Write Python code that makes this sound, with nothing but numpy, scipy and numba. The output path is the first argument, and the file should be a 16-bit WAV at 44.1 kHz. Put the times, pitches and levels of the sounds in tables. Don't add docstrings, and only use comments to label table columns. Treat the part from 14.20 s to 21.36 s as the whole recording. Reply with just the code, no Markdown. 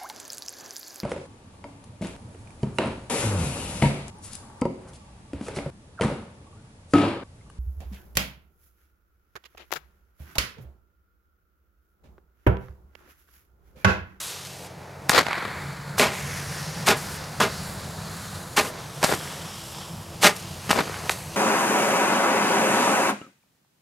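import sys
import numpy as np
from scipy import signal
from scipy.fft import rfft, irfft, next_fast_len
from scipy.io import wavfile
from scipy.ndimage import uniform_filter1d
from numba import njit

SR = 44100
rng = np.random.default_rng(int(sys.argv[2]) if len(sys.argv) > 2 else 0)


def makeup_ratio(level_db):
    decades = np.asarray(level_db, float) / 20
    return 10 ** decades


def generate_wav(signal):
    frames = np.transpose(np.atleast_2d(signal))
    scaled = np.clip(frames, -1, 1) * 32767
    pcm = np.round(scaled).astype(np.int16)
    wavfile.write(sys.argv[1], SR, pcm)


N = 315756
T = np.arange(N) / SR
LONG = next_fast_len(N, True)
LR = np.array([[1.], [-1.]])


def unit(x):
    return x / np.sqrt(np.mean(x ** 2))


def colour(x, points, tilt_db=0):
    hz = np.maximum(np.arange(x.shape[-1] // 2 + 1) * SR / x.shape[-1], 1)
    p = np.array(points)
    db = np.interp(np.log(hz), np.log(p[:, 0]), p[:, 1])
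    db = db + tilt_db * np.log2(np.clip(hz, 200, 9000) / 1500)
    return unit(irfft(rfft(x) * makeup_ratio(db), x.shape[-1]))


def low(x, hz, order=1):
    return signal.sosfilt(signal.butter(order, min(hz, SR / 2.2), fs=SR, output="sos"), x)


def walk(rate):
    hold = max(int(SR / rate), 24)
    w = rng.standard_normal(16384)[np.arange(N) // hold]
    w = uniform_filter1d(uniform_filter1d(w, hold), hold)
    return w / w.std()


def add(out, s, piece, pan_db=0):
    i = int(s * SR)
    n = min(piece.shape[-1], N - i)
    out[:, i:i + n] += (piece * makeup_ratio(LR * pan_db / 2))[:, :n]


# t/s, firing rate f/Hz, rumble level/dB, third multiple above it level/dB
ENGINE_RUN = [(0, 44.35, -53, -16), (.3, 44.9, -50, 6), (1.2, 46.26, -41.5, -10), (1.5, 46.7, -41, 1),
              (2.2, 47.7, -38, 0.3), (2.6, 48.48, -37.5, -6), (4.0, 49.77, -38, -8),
              (4.4, 48.6, -40.5, -15), (5.7, 46.05, -41, -15), (7.16, 45.65, -40.5, -20)]
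FIRING_ORDERS = (2, 3, 4)
# firing rate f/Hz, gain level/dB
EXHAUST_BOOMS = [
    (45, 16),
    (49.6, 8.5),
]
EVEN_DB, BOOM_WIDTH_HZ = -16.5, 0.56
# f/Hz, level/dB per Hz
RUMBLE_SPECTRUM = [(10, -45), (20, -28), (30, -21), (48, -15.5), (78, -4), (95, -1), (118, -4), (150, 1),
                   (200, -6), (260, -17), (400, -41.5)]
# t/s, f/Hz, level/dB
MACHINE_WHINES = [
    [(0, 336, -73), (5.0, 336, -73), (5.3, 336, -54.5), (6.4, 336, -49), (7.16, 336, -50.5)],
    [(0, 155, -74), (2.1, 155, -62), (2.45, 160, -36), (2.9, 165, -51), (3.4, 160, -48), (3.75, 163, -38),
     (4.2, 170, -54), (4.5, 172, -65), (7.16, 172, -72)],
]


def engine():
    s, *columns = np.transpose(ENGINE_RUN)
    hz, rumble_db, third_db = (np.interp(T, s, c) for c in columns)
    odd_db = rumble_db + third_db
    boom_db = sum(db * np.exp(-((hz - at) / BOOM_WIDTH_HZ) ** 2) for at, db in EXHAUST_BOOMS)
    even_db = rumble_db + EVEN_DB + boom_db
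    phase = 2 * np.pi * np.cumsum(hz * (1 + .002 * walk(6))) / SR
    tones = 0
    for k in FIRING_ORDERS:
        order_db = odd_db if k % 2 else even_db
        tones = tones + makeup_ratio(order_db + 1.3 * walk(8)) * np.sin(k * phase)
    for rows in MACHINE_WHINES:
        s, hz, db = np.transpose(rows)
        phase = 2 * np.pi * np.cumsum(np.interp(T, s, hz) * (1 + 0.0033 * walk(12))) / SR
        tones = tones + makeup_ratio(np.interp(T, s, db) + 3.2 * walk(20)) * np.sin(phase)
    mid, side = colour(rng.standard_normal((2, LONG)), RUMBLE_SPECTRUM)[:, :N]
    return makeup_ratio(rumble_db + 0.9 * walk(9)) * (mid + 0.052 * side * LR) + tones


@njit
def tube(x, hz, back, damp):
    y, soft = np.zeros(len(x)), 0.
    for i in range(64, len(hz)):
        at = i - SR / (2 * hz[i]) + damp / (1 - damp)
        j = int(at)
        past = y[j] + (at - j) * (y[j + 1] - y[j])
        soft += (1 - damp) * (past - soft)
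        y[i] = x[i] * np.sqrt(1 - back[i] ** 2) - back[i] * soft
    return y


# t/s, level/dB, tilt/dB per octave
POWDER_BURN = [(0, -35, 2.6), (.3, -47.5, -1.5), (.55, -54, -3), (.9, -58, -1.2), (1.08, -51.5, 1.5),
               (1.76, -48, -1.5), (1.92, -39, 0), (2.83, -41.5, -0.7), (2.95, -43, -0.8), (4.31, -46, 1.8),
               (4.44, -46, -2), (4.87, -44, 0.5), (4.99, -40, 1), (5.5, -43, 0.4), (6.02, -50, -1.3),
               (6.54, -43.5, 0), (6.67, -39, -.5), (7.16, -43.5, 1)]
# peak t/s, gain level/dB
POWDER_FLARES = [
    (3.36, 4),
    (6.22, 3.5),
]
FLARE_RISE_S, FLARE_FALL_S = 0.091, 0.19
# t/s, level/dB
ROAD_WASH = [(0, -61), (.45, -46.5), (1.5, -42.5), (3.1, -42), (4.4, -43.5), (5.1, -45.5), (5.9, -50.5),
             (7.16, -45)]
REGION_EDGES_HZ = (250, 1000, 2500, 7000)
BURN_SHARES_DB = (-7, -4, -0.1, -3.5)
ROAD_SHARES_DB = (-0.2, -5.5, -22, -32)
# f/Hz, level/dB per Hz
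HISS_SPECTRUM = [(130, -30), (220, 0), (300, -3), (500, 0), (1200, -5), (2500, -8.5), (5000, -9),
                 (9500, -13.5), (11800, -15), (14500, -26), (16000, -37)]
# t/s, f/Hz, reflection/0-1
TUBE_RINGING = [
    [(0, 2270, 0.01), (1.75, 2320, 0), (1.88, 2518, 0.95), (2.05, 2080, 0.52), (2.25, 1840, 0.45),
     (2.65, 1800, 0.32), (2.8, 1800, 0.23), (4.8, 1500, 0), (7.16, 1286, 0)],
    [(0, 1270, 0.18), (.3, 1300, 0), (1.0, 1460, 0.1), (1.75, 1430, 0.56), (1.9, 1450, 0),
     (2.3, 1460, 0.13), (2.8, 1430, 0.17), (3.3, 1420, 0.33), (4.3, 1350, 0.36), (4.5, 1287, 0.13),
     (4.9, 1080, 0.25), (5.7, 1064, 0.38), (6.1, 960, 0.19), (6.8, 890, 0.23), (7.16, 860, 0.3)],
]


def hiss():
    s, *controls = np.transpose(POWDER_BURN)
    burn_db, tilt_db = (np.interp(T, s, c) for c in controls)
    for at, db in POWDER_FLARES:
        width = np.where(T < at, FLARE_RISE_S, FLARE_FALL_S)
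        burn_db = burn_db + db * np.exp(-((T - at) / width) ** 2)
    road_db = np.interp(T, *np.transpose(ROAD_WASH))
    octaves = np.log2(np.array(REGION_EDGES_HZ) / REGION_EDGES_HZ[2])
    levels = []
    for burn_share, road_share, octave in zip(BURN_SHARES_DB, ROAD_SHARES_DB, octaves):
        burn = makeup_ratio(burn_db + burn_share + octave * tilt_db)
        road = makeup_ratio(road_db + road_share)
        levels.append(20 * np.log10(np.hypot(burn, road)))

    mid, side = colour(rng.standard_normal((2, LONG)), HISS_SPECTRUM)
    mid = mid[:N] * makeup_ratio(0.74 * walk(400))
    for rows in TUBE_RINGING:
        at, hz, back = np.transpose(rows)
        mid = tube(mid, np.interp(T, at, hz), np.clip(np.interp(T, at, back), 0, .8), 0.48)

    both = rfft([mid, side[:N]], LONG)
    log_hz = np.log2(np.arange(LONG // 2 + 1) * SR / LONG + 1)
    steps = [1 / (1 + np.exp(-13 * (log_hz - np.log2(edge)))) for edge in REGION_EDGES_HZ] + [0]
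    sputter, out = walk(14), 0
    for k, (db, wide) in enumerate(zip(levels, (0.33, 0.31, 0.035, 0.012))):
        m, w = irfft(both * (steps[k] - steps[k + 1]), LONG)[:, :N]
        flicker_db = 0.9 * sputter + 1.0 * walk(9)
        out = out + makeup_ratio(db + flicker_db) * (unit(m) + wide * unit(w) * LR)
    return out


FIELD_T60_S, FIELD_DB, FIELD_HZ = 0.38, -26, 2000


def field(x):
    t = T[:SR]
    tail = rng.standard_normal((2, SR)) * makeup_ratio(-60 * t / FIELD_T60_S) * (1 - np.exp(-t / 0.0047))
    tail = low(tail[0] + .5 * tail[1] * LR, FIELD_HZ)
    tail = tail / np.sqrt(np.sum(tail ** 2) / 2)
    return makeup_ratio(FIELD_DB) * signal.fftconvolve(x[None], tail, axes=1)[:, :N]


def pop(hz, db):
    u = (np.arange(1024) / SR - .008) * hz * np.pi
    edge = 4 * u + 1.5
    u = np.where(u > 0, 0.64 * u, u)
    pulse = (1 - 2 * u ** 2) * np.exp(-u ** 2)
    crack = 0.35 * edge * np.exp(-edge ** 2)
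    return makeup_ratio(db) * (pulse + crack)


# t/s, echo level/dB, tilt/dB per octave, far echoes level/dB, extra slap level/dB
HARD_SHOTS = [
    (.895, -1.5, 0.5, 0, -0.5),
    (4.8403, -10, -2, -5, 0),
    (6.507, -8.5, -2.5, -3.5, 6),
]
# delay t/s, rush level/dB, slap peak level/dB, slap f/Hz, left minus right level/dB
NEAR_REFLECTORS = [(.0233, -21.5, -9, 1470, 15), (.038, -22.5, -18.5, 1200, 10),
                   (.054, -19.5, -15, 900, 12), (.076, -15, -16.5, 1600, -0.5),
                   (.0845, -14.5, -3.5, 1300, 0.5), (.095, -20, -16, 1400, 3), (.112, -25, -23.5, 800, 3),
                   (.138, -31, -37.5, 900, 2)]
FAR_REFLECTORS = [(.172, -27, -13, 2000, -8), (.190, -27.5, -14, 900, 9), (.216, -26.5, -13, 1610, -5),
                  (.236, -24.5, -9, 2600, -2), (.261, -34, -13, 1900, 2), (.285, -28, -20, 1510, 3),
                  (.332, -28, -19, 900, 2), (.358, -27, -16, 1020, 2), (.385, -33, -24, 2000, 7),
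                  (.42, -38, -21, 1200, 5)]
# f/Hz, level/dB per Hz
ECHO_SPECTRUM = [(35, -45), (60, -16), (560, -4), (900, -7.5), (1300, -5), (2250, -6.5), (2800, -13),
                 (4500, -11), (5600, -18), (7400, -20), (9000, -25.5), (13600, -29), (16000, -50)]
# f/Hz, level/dB per Hz
WOODS_SPECTRUM = [(150, -30), (500, -11), (1100, -1.5), (2250, -0.5), (2750, -15.5), (4400, -12.5),
                  (5300, -27), (16000, -47)]
AIR_DB = -29
SMEAR_S, SMEAR_PER_DB = .009, 1.02
WASH_DB, WASH_T60_S, WASH_DELAY_S = -25, 1.68, .17


def echoes():
    out = np.zeros((2, N))
    noise = rng.standard_normal((2, N)) * makeup_ratio(2.86 * walk(350))
    t = np.arange(8192) / SR - .09
    for s, near_db, tilt_db, far_db, sharp_db in HARD_SHOTS:
        for table, gain_db in ((NEAR_REFLECTORS, near_db), (FAR_REFLECTORS, near_db + far_db)):
            for delay, rush_db, slap_db, hz, pan_db in table:
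                smear = SMEAR_S * makeup_ratio(SMEAR_PER_DB * (rush_db - slap_db))
                start = s + delay - .09
                i = int(start * SR)
                mid, side = colour(noise[:, i:i + len(t)], ECHO_SPECTRUM, tilt_db + AIR_DB * delay / 3)
                shape = np.exp(-np.where(t < 0, .5, .2) * (t / max(smear, 1e-3)) ** 2)
                add(out, start, makeup_ratio(rush_db + gain_db) * shape * (mid + .3 * side * LR), pan_db)
                peak_db = slap_db + gain_db + sharp_db * (1.3 - delay / .25)
                add(out, s + delay - .008, pop(hz * 2 ** (.1 * tilt_db), peak_db), pan_db)
        mid, side = colour(rng.standard_normal((2, 32768)), WOODS_SPECTRUM, tilt_db - .6)
        late = T[:len(mid)]
        decay = makeup_ratio(WASH_DB + near_db + far_db - 60 * late / WASH_T60_S)
        swell = (1 - np.exp(-late / .02)) * decay
        add(out, s + WASH_DELAY_S, swell * (mid + 0.13 * side * LR))
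    return out


GROUND_S, GROUND_DB, GROUND_HZ = .00483, -5, 3550


def ground(x, db):
    return x + makeup_ratio(db) * low(np.interp(T - GROUND_S, T, x, left=0), GROUND_HZ)


# peak t/s, hold t/s, level/dB, tilt/dB per octave
GAS_SPITS = [(0.889, 0.0013, -34, 3), (0.8944, 0.0011, -6.5, 3), (1.785, 0.014, -23.5, 4),
             (2.669, 0.015, -21, 3), (3.202, 0.0034, -15.5, -1), (4.369, .0073, -17, 2.5),
             (4.818, 0.0046, -33, 0), (4.829, 0.002, -16, 0), (6.025, 0.016, -20, 3),
             (6.495, 0.0053, -22, -1.5), (6.895, 0.0017, -20.5, 4.5)]
SPIT_RISE, SPIT_T60_S, SPIT_T60_PER_HOLD = 0.34, 0.013, 1.7
# peak t/s, hold t/s, t60 t/s, level/dB, tilt/dB per octave
GAS_BLASTS = [(0.904, .012, .093, -24, 4), (1.798, 0.03, .34, -16.5, -.5), (1.932, 0.074, 0.4, -39, 2.5),
              (2.687, .022, .17, -14.5, -0.5), (2.773, .008, .1, -42, 10), (3.212, 0.022, 0.2, -18, -1),
              (4.381, 0.012, .14, -15, -.5), (4.447, .025, .14, -34, -1.5), (4.839, 0.0064, 0.06, -15, 1.5),
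              (6.043, 0.031, .14, -12.5, .5), (6.16, .006, 0.067, -39.5, 2), (6.197, .005, .05, -47, 6.5),
              (6.507, 0.0066, 0.068, -18, 2), (6.908, 0.013, .12, -29, 4.5)]
BLAST_RISE = 0.14
# start t/s, length t/s, level/dB, tilt/dB per octave
FIZZ_TRAILS = [
    (.18, .29, -45.5, 5),
    (2.77, 0.2, -42, 11),
    (4.406, .098, -41.5, 12),
    (4.858, .092, -31.5, 6),
    (6.1, 0.11, -47.5, 13),
    (6.53, 0.077, -34.5, 3),
]
TRAIL_RISE_S, TRAIL_T60_S = 0.009, .06
# peak t/s, rise t/s, hold t/s, t60 t/s, level/dB, tilt/dB per octave
FUSE_FLARE = (0.3, .28, -0.07, 0.34, -38.5, 4)


def jet_rows():
    rows = []
    for s, hold, db, tilt in GAS_SPITS:
        rows.append((s, SPIT_RISE * hold, hold, SPIT_T60_S + SPIT_T60_PER_HOLD * hold, db, tilt))
    for s, hold, t60, db, tilt in GAS_BLASTS:
        rows.append((s, BLAST_RISE * hold, hold, t60, db, tilt))
    for s, hold, db, tilt in FIZZ_TRAILS:
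        rows.append((s, TRAIL_RISE_S, hold, TRAIL_T60_S, db, tilt))
    return rows + [FUSE_FLARE]


# t/s, peak level/dB, f/Hz, left minus right level/dB
PRESSURE_POPS = [(.8952, -2, 2200, 0), (.9000, -3, 1400, 0), (1.7820, -11, 1400, 0), (1.7966, 0, 3400, 0),
                 (2.6758, -10, 1200, 0), (2.6812, -2, 1300, 0), (3.2071, -5, 1300, 0),
                 (3.2139, -2, 1200, 0), (4.3737, -7, 3000, 0), (4.3790, -2, 1300, 0), (4.8328, -10, 900, 0),
                 (4.8340, -10, 800, 0), (4.8404, -4, 2000, 0), (4.8456, -5, 1000, 0), (6.0298, -6, 3000, 0),
                 (6.0350, -3, 1200, 0), (6.5068, -3, 1300, 0), (6.5116, -1, 1500, 0), (.898, -17, 230, 0),
                 (4.844, -14, 240, 0), (6.510, -15, 250, 0), (6.8952, -2.5, 2500, -2),
                 (6.8991, -8, 1200, -2)]
# f/Hz, level/dB per Hz
JET_SPECTRUM = [(35, -43), (60, -11), (398, -1.5), (1250, -3.5), (1950, -4.5), (2650, -5.5), (3120, -9.5),
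                (4320, -9), (10800, -17.5), (14600, -23.5), (16000, -50)]


def launches():
    grit = rng.standard_normal(N) * makeup_ratio(1.84 * walk(900))
    jets, out = np.zeros((2, N)), np.zeros((2, N))
    t = np.arange(16384) / SR - .05
    for s, rise, hold, t60, db, tilt_db in jet_rows():
        i = int((s - .05) * SR)
        gas = colour(np.resize(grit[i:], len(t)), JET_SPECTRUM, tilt_db)
        dull = low(gas, 3200)
        bright = gas - dull
        fade_db = 60 * np.maximum(t - hold, 0) / max(t60, .005)
        shape = np.exp(np.minimum(t, 0) / max(rise, 3e-4))
        add(jets, s - .05, makeup_ratio(db) * shape * (dull * makeup_ratio(-fade_db) + bright * makeup_ratio(-1.6 * fade_db)))
    out += ground(jets[0], GROUND_DB) * makeup_ratio(-0.5)
    for s, db, hz, pan_db in PRESSURE_POPS:
        add(out, s - .008, pop(hz, db), pan_db)
    return out


def scene():
    tubes = launches()
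    return tubes + field(tubes.mean(axis=0)) + echoes() + hiss() + engine()


def roll_off(x):
    return signal.sosfilt(signal.butter(12, 16470, fs=SR, output="sos"), x)


def record(dry):
    side = (dry[0] - dry[1]) / 2
    close = dry - 1.13 * low(side, 290) * LR
    rounded = np.tanh(0.69 * close) / 0.71
    top_cut = signal.ellip(8, .2, 60, 15850, fs=SR, output="sos")
    mix = signal.sosfilt(top_cut, rounded)
    return roll_off(mix)


dry = scene()
out = record(dry)
generate_wav(out)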